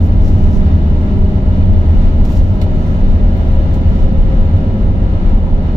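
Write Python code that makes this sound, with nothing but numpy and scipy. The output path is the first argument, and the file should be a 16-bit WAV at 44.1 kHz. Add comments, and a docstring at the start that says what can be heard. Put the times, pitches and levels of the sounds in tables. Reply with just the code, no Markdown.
"""Road rumble inside a car cruising on a motorway: the road shakes the body and booms in the cabin.
Each wheel turn repeats the same tyre bumps as a comb of hum lines, with a drive-train whine above.
Tyre roar and wind come through the glass, cloth rustles and something small ticks near the microphone.
A limiter holds down the loudest bass peaks."""
import sys
import numpy as np
from scipy import signal
from scipy.fft import rfft, irfft
from scipy.io import wavfile
from scipy.ndimage import uniform_filter1d, minimum_filter1d

SR = 44100
rng = np.random.default_rng(int(sys.argv[2]) if len(sys.argv) > 2 else 0)


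def dump(signal):
    """Clip the signal to [-1, 1] and save it as 16-bit WAV at the path in sys.argv[1]."""
    limited = np.clip(np.atleast_2d(signal).T, -1, 1)
    pcm = np.round(limited * 32767).astype(np.int16)
    wavfile.write(sys.argv[1], SR, pcm)


N = 254016
TIME = np.arange(N) / SR
FREQ = np.maximum(np.arange(N // 2 + 1) * SR / N, 1)


def undb(db):
    """Decibels to gain."""
    return 10 ** (np.asarray(db) / 20)


def unit(x):
    """Scale to rms 1."""
    return x / np.sqrt(np.mean(x ** 2))


def even(x, span_s):
    """Hold the rms over span_s near 1: slow swells go, quick flutter stays."""
    return x / np.sqrt(uniform_filter1d(np.mean(x ** 2, axis=0), int(span_s * SR)))


def curves(table):
    """Automation lanes: a table's columns joined by straight lines in time."""
    times, *columns = np.transpose(table)
    return [np.interp(TIME, times, column) for column in columns]


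def swell(centre_s, half_width_s):
    """A bell-shaped envelope of height 1."""
    return np.exp(-np.minimum(((TIME - centre_s) / half_width_s) ** 2 / 2, 20))


def decay(age, t60_s):
    """An envelope that falls 60 dB in t60_s."""
    return np.exp(-np.log(1000) * age / t60_s)


def drift(rate_hz):
    """Smooth random modulation with a spread of about 1."""
    steps = rng.standard_normal(int(2 * rate_hz * N / SR) + 4)
    smooth = signal.resample_poly(steps, 16, 1)
    return np.interp(TIME * 2 * rate_hz + 1, np.arange(len(smooth)) / 16, smooth)


def across(points):
    """(Hz, value) points joined on a log-frequency axis."""
    hz, value = np.transpose(points)
    return np.interp(np.log(FREQ), np.log(hz), value)


def colour(points):
    """EQ gain through (Hz, dB) points, rolling off steeply beyond both ends."""
    beyond = np.minimum(1, np.minimum(FREQ / points[0][0], points[-1][0] / FREQ))
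    return undb(across(points)) * beyond ** 6


# Stereo image of the cabin: freq_hz, correlation
CABIN_IMAGE = [(100, 0.97), (220, 0.97), (295, 0.72), (380, 0.75), (470, 0.59), (650, .78), (900, 0.32),
               (1100, -0.12), (1500, -0.69), (2100, 0.041), (6000, -0.13), (9000, 0.57)]


def noise(gain, pan_db=0, image=CABIN_IMAGE):
    """Mid/side noise of the given density per root Hz; pan_db is left minus right."""
    alike = np.clip(across(image), -1, 1)
    mid, side = rfft(rng.standard_normal((2, N))) * np.sqrt([(1 + alike) / 2, (1 - alike) / 2])
    pair = np.array([(mid + side) * undb(pan_db / 2), (mid - side) * undb(-pan_db / 2)])
    return irfft(pair * gain, N) * np.sqrt(SR / 2)


def reflections(share, t60_s):
    """Early echoes off the glass put a fine, fixed ripple on a spectrum."""
    tail = rng.standard_normal(N) * decay(TIME, t60_s)
    return 1 + share * rfft(tail / np.linalg.norm(tail))


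# Airflow EQ: freq_hz, level_db
WIND_EQ = [(900, -80), (1130, -73), (1330, -69.2), (1750, -73.9), (2100, -76.4), (2400, -79.3),
           (2750, -77.8), (3250, -82.7), (4200, -82.3), (4900, -91), (6200, -94.3), (8300, -110.5),
           (16000, -112.3)]
# Resonances of glass and door seals: pitch_hz, width_hz, level_db
SEAL_WHISTLES = [(767, 20, -63), (827.6, 20, -62.5), (983, 40, -65.5), (1310, 50, -70), (1410, 90, -71),
                 (1665, 90, -72), (1910, 80, -78.5), (2945, 170, -76.5), (3610, 100, -78.5),
                 (3900, 90, -81.5), (7380, 500, -100)]
# Wind placement, brighter on the right: freq_hz, left_minus_right_db
WIND_BALANCE = [(1000, -1.3), (3000, 0), (3600, -4), (4200, 0), (5500, -6), (7300, -7), (8500, 2.5)]
# Ride on the wind's treble: time_s, gain_db
WIND_TREBLE_RIDE = [(0, .6), (4, .5), (4.6, -1.2), (5.4, -1.4), (5.76, -.3)]


def wind(gust_db=0.96):
    """Air rushes over the glass and whistles faintly in the seals; its treble eases late on."""
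    seal_power = sum(undb(db) ** 2 / (1 + (2 * (FREQ - hz) / width) ** 2) ** 2
                     for hz, width, db in SEAL_WHISTLES)
    ripple = reflections(share=.19, t60_s=.06)
    air = noise(ripple * np.sqrt(colour(WIND_EQ) ** 2 + seal_power), across(WIND_BALANCE))
    treble = signal.sosfiltfilt(signal.butter(2, 3000, "high", fs=SR, output="sos"), air)
    treble_gain = undb(curves(WIND_TREBLE_RIDE)[0])
    return (air + (treble_gain - 1) * treble) * undb(gust_db * drift(5.1))


# Stereo image of close rubbing: freq_hz, correlation
RUB_IMAGE = [(2400, .05), (4400, 0.48), (8000, 0.41)]


def close_rubbing(eq, pan_db=-3.0):
    """Spectrum of a rubbing noise close by on the right."""
    balance = across([(7000, pan_db), (9000, pan_db / 2)])
    return rfft(noise(colour(eq), balance, RUB_IMAGE))


def friction(rubbing, tilt_db):
    """Rubbing noise of rms 1; a firmer contact tilts it darker."""
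    return unit(irfft(rubbing * undb(tilt_db * np.log2(FREQ / 8000)), N))


# Cloth EQ: freq_hz, level_db
CLOTH_EQ = [(1100, 2), (1380, 11), (1700, 3), (2300, 6), (3000, 8), (3900, 9), (4800, 8), (6000, 9),
            (7400, 6), (8500, 0), (10800, -1), (11600, 4.5), (12600, 1), (14200, 3), (16000, 0)]
# Cloth strokes: centre_s, half_width_s, level_db, tilt_db_per_octave, swish_hz
CLOTH_STROKES = [(.05, .028, -53.5, 2, 5600), (.272, .033, -47.8, -2, 5500), (.4, .17, -55.5, -1, 5800),
                 (.553, .034, -48.3, -4.2, 5750), (2.025, .2, -63.5, 3.5, 5600),
                 (2.33, .05, -44.3, -2, 2950), (2.374, .02, -48, -1.5, 5400), (2.5, .08, -60.5, 2, 5600),
                 (2.88, .12, -57, -1, 6200), (3.516, .13, -65, 10, 11600), (3.993, .06, -57, -2, 5600)]


def rustle(swish_db=6, swish_width_hz=600, grain_db=1.5):
    """Cloth rubs in soft strokes, each with its own swish and a fine grain of slipping fibres."""
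    rubbing, out = close_rubbing(CLOTH_EQ), 0
    for centre, half_width, db, tilt, hz in CLOTH_STROKES:
        swish = undb(swish_db / (1 + (2 * (FREQ - hz) / swish_width_hz) ** 2))
        fibres = np.roll(friction(rubbing * swish, tilt), rng.integers(N), axis=1)
        out = out + undb(db) * fibres * swell(centre, half_width)
    return out * undb(grain_db * drift(180))


# Hollow ring of a tick: pitch_hz, t60_s, relative_db
RING_MODES = [(2120, .09, -2), (2400, .07, -2), (2900, .07, -1.5), (3570, .06, 4.5), (4100, .07, 5),
              (5030, .04, -8), (5730, .04, -8), (7370, .05, -7)]


def ring(age, tilt_db):
    """The struck object's modes, stronger under firm contact, with their own phase in each channel."""
    pitches, t60s, db = np.transpose(RING_MODES)
    gains = undb(db + tilt_db * np.log2(pitches / 8000)) / np.linalg.norm(undb(db))
    phases = rng.random((len(pitches), 2, 1))
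    return np.sqrt(2) * sum(gain * decay(age, t60) * np.cos(2 * np.pi * (hz * age + phase))
                            for hz, t60, gain, phase in zip(pitches, t60s, gains, phases))


# Scratch EQ: freq_hz, level_db
SCRATCH_EQ = [(1300, 0), (2100, 9), (3000, 9), (4100, 13), (4800, 7.5), (5600, 8.5), (6700, 4), (7400, 7),
              (8500, 1), (10300, -2), (11500, 6), (13000, 1), (16000, 2)]
# Tick cues: start_s, level_db, attack_s, scratch_t60_s, tilt_db_per_octave, ring_mix_db
TICK_CUES = [(1.183, -51, .003, .06, 5, -15), (1.28, -58, .003, .14, 6, -15),
             (2.248, -34.8, .0025, .05, -1, -14), (2.613, -29.6, .0026, .062, -4, -4.5),
             (2.633, -43, .003, .06, -3, -8), (3.365, -48.5, .002, .08, 11, -15),
             (3.522, -53, .004, .08, 9, -15), (3.729, -43, .006, .07, -3, -12),
             (3.739, -41, .0025, .06, .5, -9), (3.752, -53, .008, .18, -1, -12)]


def ticks():
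    """Something small catches and knocks: a scratch and a hollow ring, short in the padded cabin."""
    rubbing, out = close_rubbing(SCRATCH_EQ), np.zeros((2, N))
    age = np.arange(int(.25 * SR)) / SR
    for start, db, attack_s, t60, tilt, ring_db in TICK_CUES:
        span = slice(int(start * SR), int(start * SR) + len(age))
        scratch = friction(rubbing, tilt)[:, span] * decay(age, t60)
        attack = 1 - np.exp(-age / attack_s)
        out[:, span] += undb(db) * (scratch + undb(ring_db) * ring(age, tilt)) * attack
    return out


# Cruising speed: time_s, wheel_rate_hz
WHEEL_SPEED = [(0, 19.31), (1, 19.34), (2.5, 19.3), (3.5, 19.26), (4.5, 19.17), (5.76, 19.03)]
WHEEL_HZ = curves(WHEEL_SPEED)[0]


def wheel_tone(order, waver, spread=0.93):
    """A multiple of the wheel rate at rms 1, wavering in level and phase, wider in stereo when high."""
    hz = order * WHEEL_HZ
    phase = 2 * np.pi * (np.cumsum(hz) / SR + rng.random()) + waver * drift(2.5)
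    apart = spread * hz / 800 * (rng.choice([-1, 1]) + drift(2.0)) / 2
    level = 1 + waver * drift(2.5)
    return unit(level * np.cos(phase + np.array([apart, -apart])))


# Overtones that poke out of the comb: wheel_order, lift_db
OVERTONE_LIFTS = [(24, 3), (35, 4), (36, 6), (40, 4), (43, 2)]


def overtones(slip_rad=0.014):
    """The wheel's comb goes on above the hum, falling 12 dB an octave and blurred by tyre slip."""
    angle = 2 * np.pi * np.cumsum(WHEEL_HZ) / SR + slip_rad * drift(2.5)
    orders, lift_db = np.arange(23, 46), dict(OVERTONE_LIFTS)
    gains = [undb(lift_db.get(k, 0)) * (orders[0] / k) ** 2 for k in orders]
    return np.sqrt(2) * sum(gain * np.cos(k * angle + 2 * np.pi * rng.random())
                            for k, gain in zip(orders, gains))


# Faders for the whine here and the tyre hum below: time_s, hum_db, drive_db, tread_db
TONE_FADERS = [(0, -18, -52, -36.7), (1, -18.2, -52, -37), (1.7, -18.7, -46, -37.5),
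               (1.95, -23, -44, -39.5), (2.4, -22, -42, -40.5), (2.85, -20, -40.5, -39),
               (3.1, -22, -37.3, -40), (3.65, -20.3, -34.3, -42), (4.5, -20.5, -34.8, -46),
               (5.4, -22.5, -36.7, -42), (5.76, -21.5, -48, -40)]


def whine(drive_order=27.92, tread_order=32, sideband_db=-7.0):
    """The drive train and the tread pattern each sing at a fixed ratio to the wheels."""
    _, drive_db, tread_db = curves(TONE_FADERS)
    drive = wheel_tone(drive_order, waver=.14)
    drive = unit(drive * (1 + .28 * drift(22)))  # roughened by road shake
    tread = wheel_tone(tread_order, waver=.24)
    sideband = undb(sideband_db) * wheel_tone(tread_order - 1, waver=.28)  # from uneven tread
    return drive * undb(drive_db) + (tread + sideband) * undb(tread_db)


# Hum lines, one per wheel order from the seventh up: relative_db
HUM_LINES = [-14.5, -6, -14.5, -5.5, -8, -11.5, -15.5, -17.5, -21.5, -24.5, -34.5, -30, -21.5, -19.5, -22,
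             -32]
# Tyre roar EQ: freq_hz, level_db
ROAR_EQ = [(60, -53.5), (120, -41), (145, -49), (185, -42.5), (240, -46.5), (300, -50.5), (370, -54),
           (430, -58.5), (580, -59), (670, -60), (705, -65.5), (790, -63), (970, -65.5), (1100, -74)]


def tyres(hum_trim_db=-0.06, overtone_db=-49.5, throb=0.15):
    """Bumps that repeat every wheel turn hum; the asphalt's grain roars and throbs with the wheel."""
    hum = sum(undb(db) * wheel_tone(order, waver=.3) for order, db in enumerate(HUM_LINES, start=7))
    hum_db = curves(TONE_FADERS)[0] + hum_trim_db
    roar = noise(colour(ROAR_EQ), pan_db=.9) * (1 + throb * wheel_tone(order=1, waver=.11))
    return hum * undb(hum_db) + overtones() * undb(overtone_db) + roar


# Irregular swells of the sub-bass rumble: centre_s, half_width_s, level_db
RUMBLE_SWELLS = [(.116, 0.025, -10), (0.24, 0.056, -7.5), (0.444, 0.024, -5), (0.588, 0.041, -6.5),
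                 (0.775, .018, -9), (.928, 0.024, -8.5), (1.216, 0.034, -9.5), (1.634, 0.017, -9),
                 (1.754, 0.047, -7.5), (1.964, 0.036, -3), (2.069, 0.023, -6.5), (2.222, 0.026, -5.5),
                 (2.412, 0.026, -6), (2.754, 0.028, -13), (3.073, 0.052, -6.5), (3.255, 0.035, -6),
                 (3.55, 0.059, -9), (3.906, .024, -8), (4.037, 0.029, -5), (4.214, .04, -4),
                 (4.393, 0.043, -8), (4.879, 0.043, -11.5), (5.046, 0.018, -10), (5.318, 0.082, -8.5),
                 (5.544, 0.02, -8)]
# Sub-bass EQ of the shaking body: freq_hz, level_db
SHAKE_EQ = [(16, -28), (23, 1), (27, 1), (32, -6), (37, -3.5), (47, -11)]


def body_shake(tremor_db=-17, trim_db=1.7):
    """The road shakes the body: a steady sub-bass tremor with irregular swells."""
    shake = even(noise(colour(SHAKE_EQ), pan_db=.4), span_s=.11)
    swell_power = sum((undb(db) * swell(centre, half_width)) ** 2
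                      for centre, half_width, db in RUMBLE_SWELLS)
    return shake * np.sqrt(undb(tremor_db) ** 2 + swell_power) * undb(trim_db)


# Brief loud swells of the low cabin boom: centre_s, half_width_s, pitch_hz, level_db
BOOM_PEAKS = [(0.04, 0.025, 82, -6.5), (0.157, 0.013, 89, -7), (0.444, 0.014, 76, -5),
              (0.668, 0.011, 80, -5), (0.749, 0.016, 84, -4.5), (1.247, 0.012, 77, -6.5),
              (1.605, 0.021, 81, -8), (1.701, .018, 87, -6), (1.783, 0.018, 85, -5), (1.898, .019, 80, -3),
              (2.206, .013, 87, -9), (2.39, 0.029, 82, -9), (3.16, 0.016, 77, -6.5),
              (3.876, 0.013, 77, -5.5), (4.18, 0.012, 75, -9), (4.553, 0.017, 90, -3.5)]


def boom_peaks():
    """The cabin boom swells into a clean low tone for a few cycles at a time."""
    peaks = (undb(db) * swell(centre, half_width) * np.cos(2 * np.pi * (hz * TIME + rng.random()))
             for centre, half_width, hz, db in BOOM_PEAKS)
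    return np.sqrt(2) * sum(peaks)


# EQ of the lowest cabin modes: freq_hz, level_db
BOOM_EQ = [(47, -8.5), (53, 7.5), (60, 2), (70, 1.5), (84, 1.5), (93, 8.5), (108, -5.5), (125, -10.5)]
# Slow rise and fall of the low boom: time_s, level_db
BOOM_FADER = [(0, -10.5), (1.1, -15), (1.8, -11.5), (2.6, -16.5), (3.5, -13), (4.8, -16), (5.76, -17)]


def cabin_boom(hum_db=-2.5, flutter_db=1.5, trim_db=1.1, duck_depth=.8):
    """The road rings the lowest cabin modes, a wheel order hums on one; the level flutters at random."""
    chatter = unit(noise(colour(BOOM_EQ), pan_db=.4))
    hum = undb(hum_db) * wheel_tone(order=4, waver=.53)
    level_db = curves(BOOM_FADER)[0] + flutter_db * drift(14) + trim_db
    on_peak = np.max([swell(centre, half_width) for centre, half_width, _, _ in BOOM_PEAKS], axis=0)
    duck = 1 - duck_depth * on_peak  # makes room for each peak's clean tone
    return even(chatter + hum, span_s=.22) * undb(level_db) * duck


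def scene():
    """The mix at the microphone behind the windscreen, with a 6 ms fade-in."""
    fade_in = np.sin(np.pi / 2 * np.minimum(TIME / .006, 1)) ** 2
    return fade_in * (body_shake() + cabin_boom() + boom_peaks() + tyres() + whine() + wind()
                      + rustle() + ticks())


def record(dry, right_cut_hz=9, ceiling=.985, top_hz=15780):
    """The right port leaks a little bass; a look-ahead limiter ducks bass peaks; the top is cut."""
    right = signal.sosfilt(signal.butter(1, right_cut_hz, "high", fs=SR, output="sos"), dry[1])
    ports = np.array([dry[0], right])
    bass = signal.sosfiltfilt(signal.butter(2, 300, fs=SR, output="sos"), ports)
    excess = np.maximum(np.abs(ports) - ceiling, 0)
    gain = 1 - np.max(excess / np.maximum(np.abs(bass), .5), axis=0)
    hold = int(.012 * SR)
    held = minimum_filter1d(gain, hold)
    smoothed = uniform_filter1d(uniform_filter1d(held, hold // 2), hold // 2)
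    limited = ports + (smoothed - 1) * bass
    return signal.sosfilt(signal.ellip(10, .1, 80, top_hz, fs=SR, output="sos"), limited)


dry = scene()
out = record(dry)
dump(out)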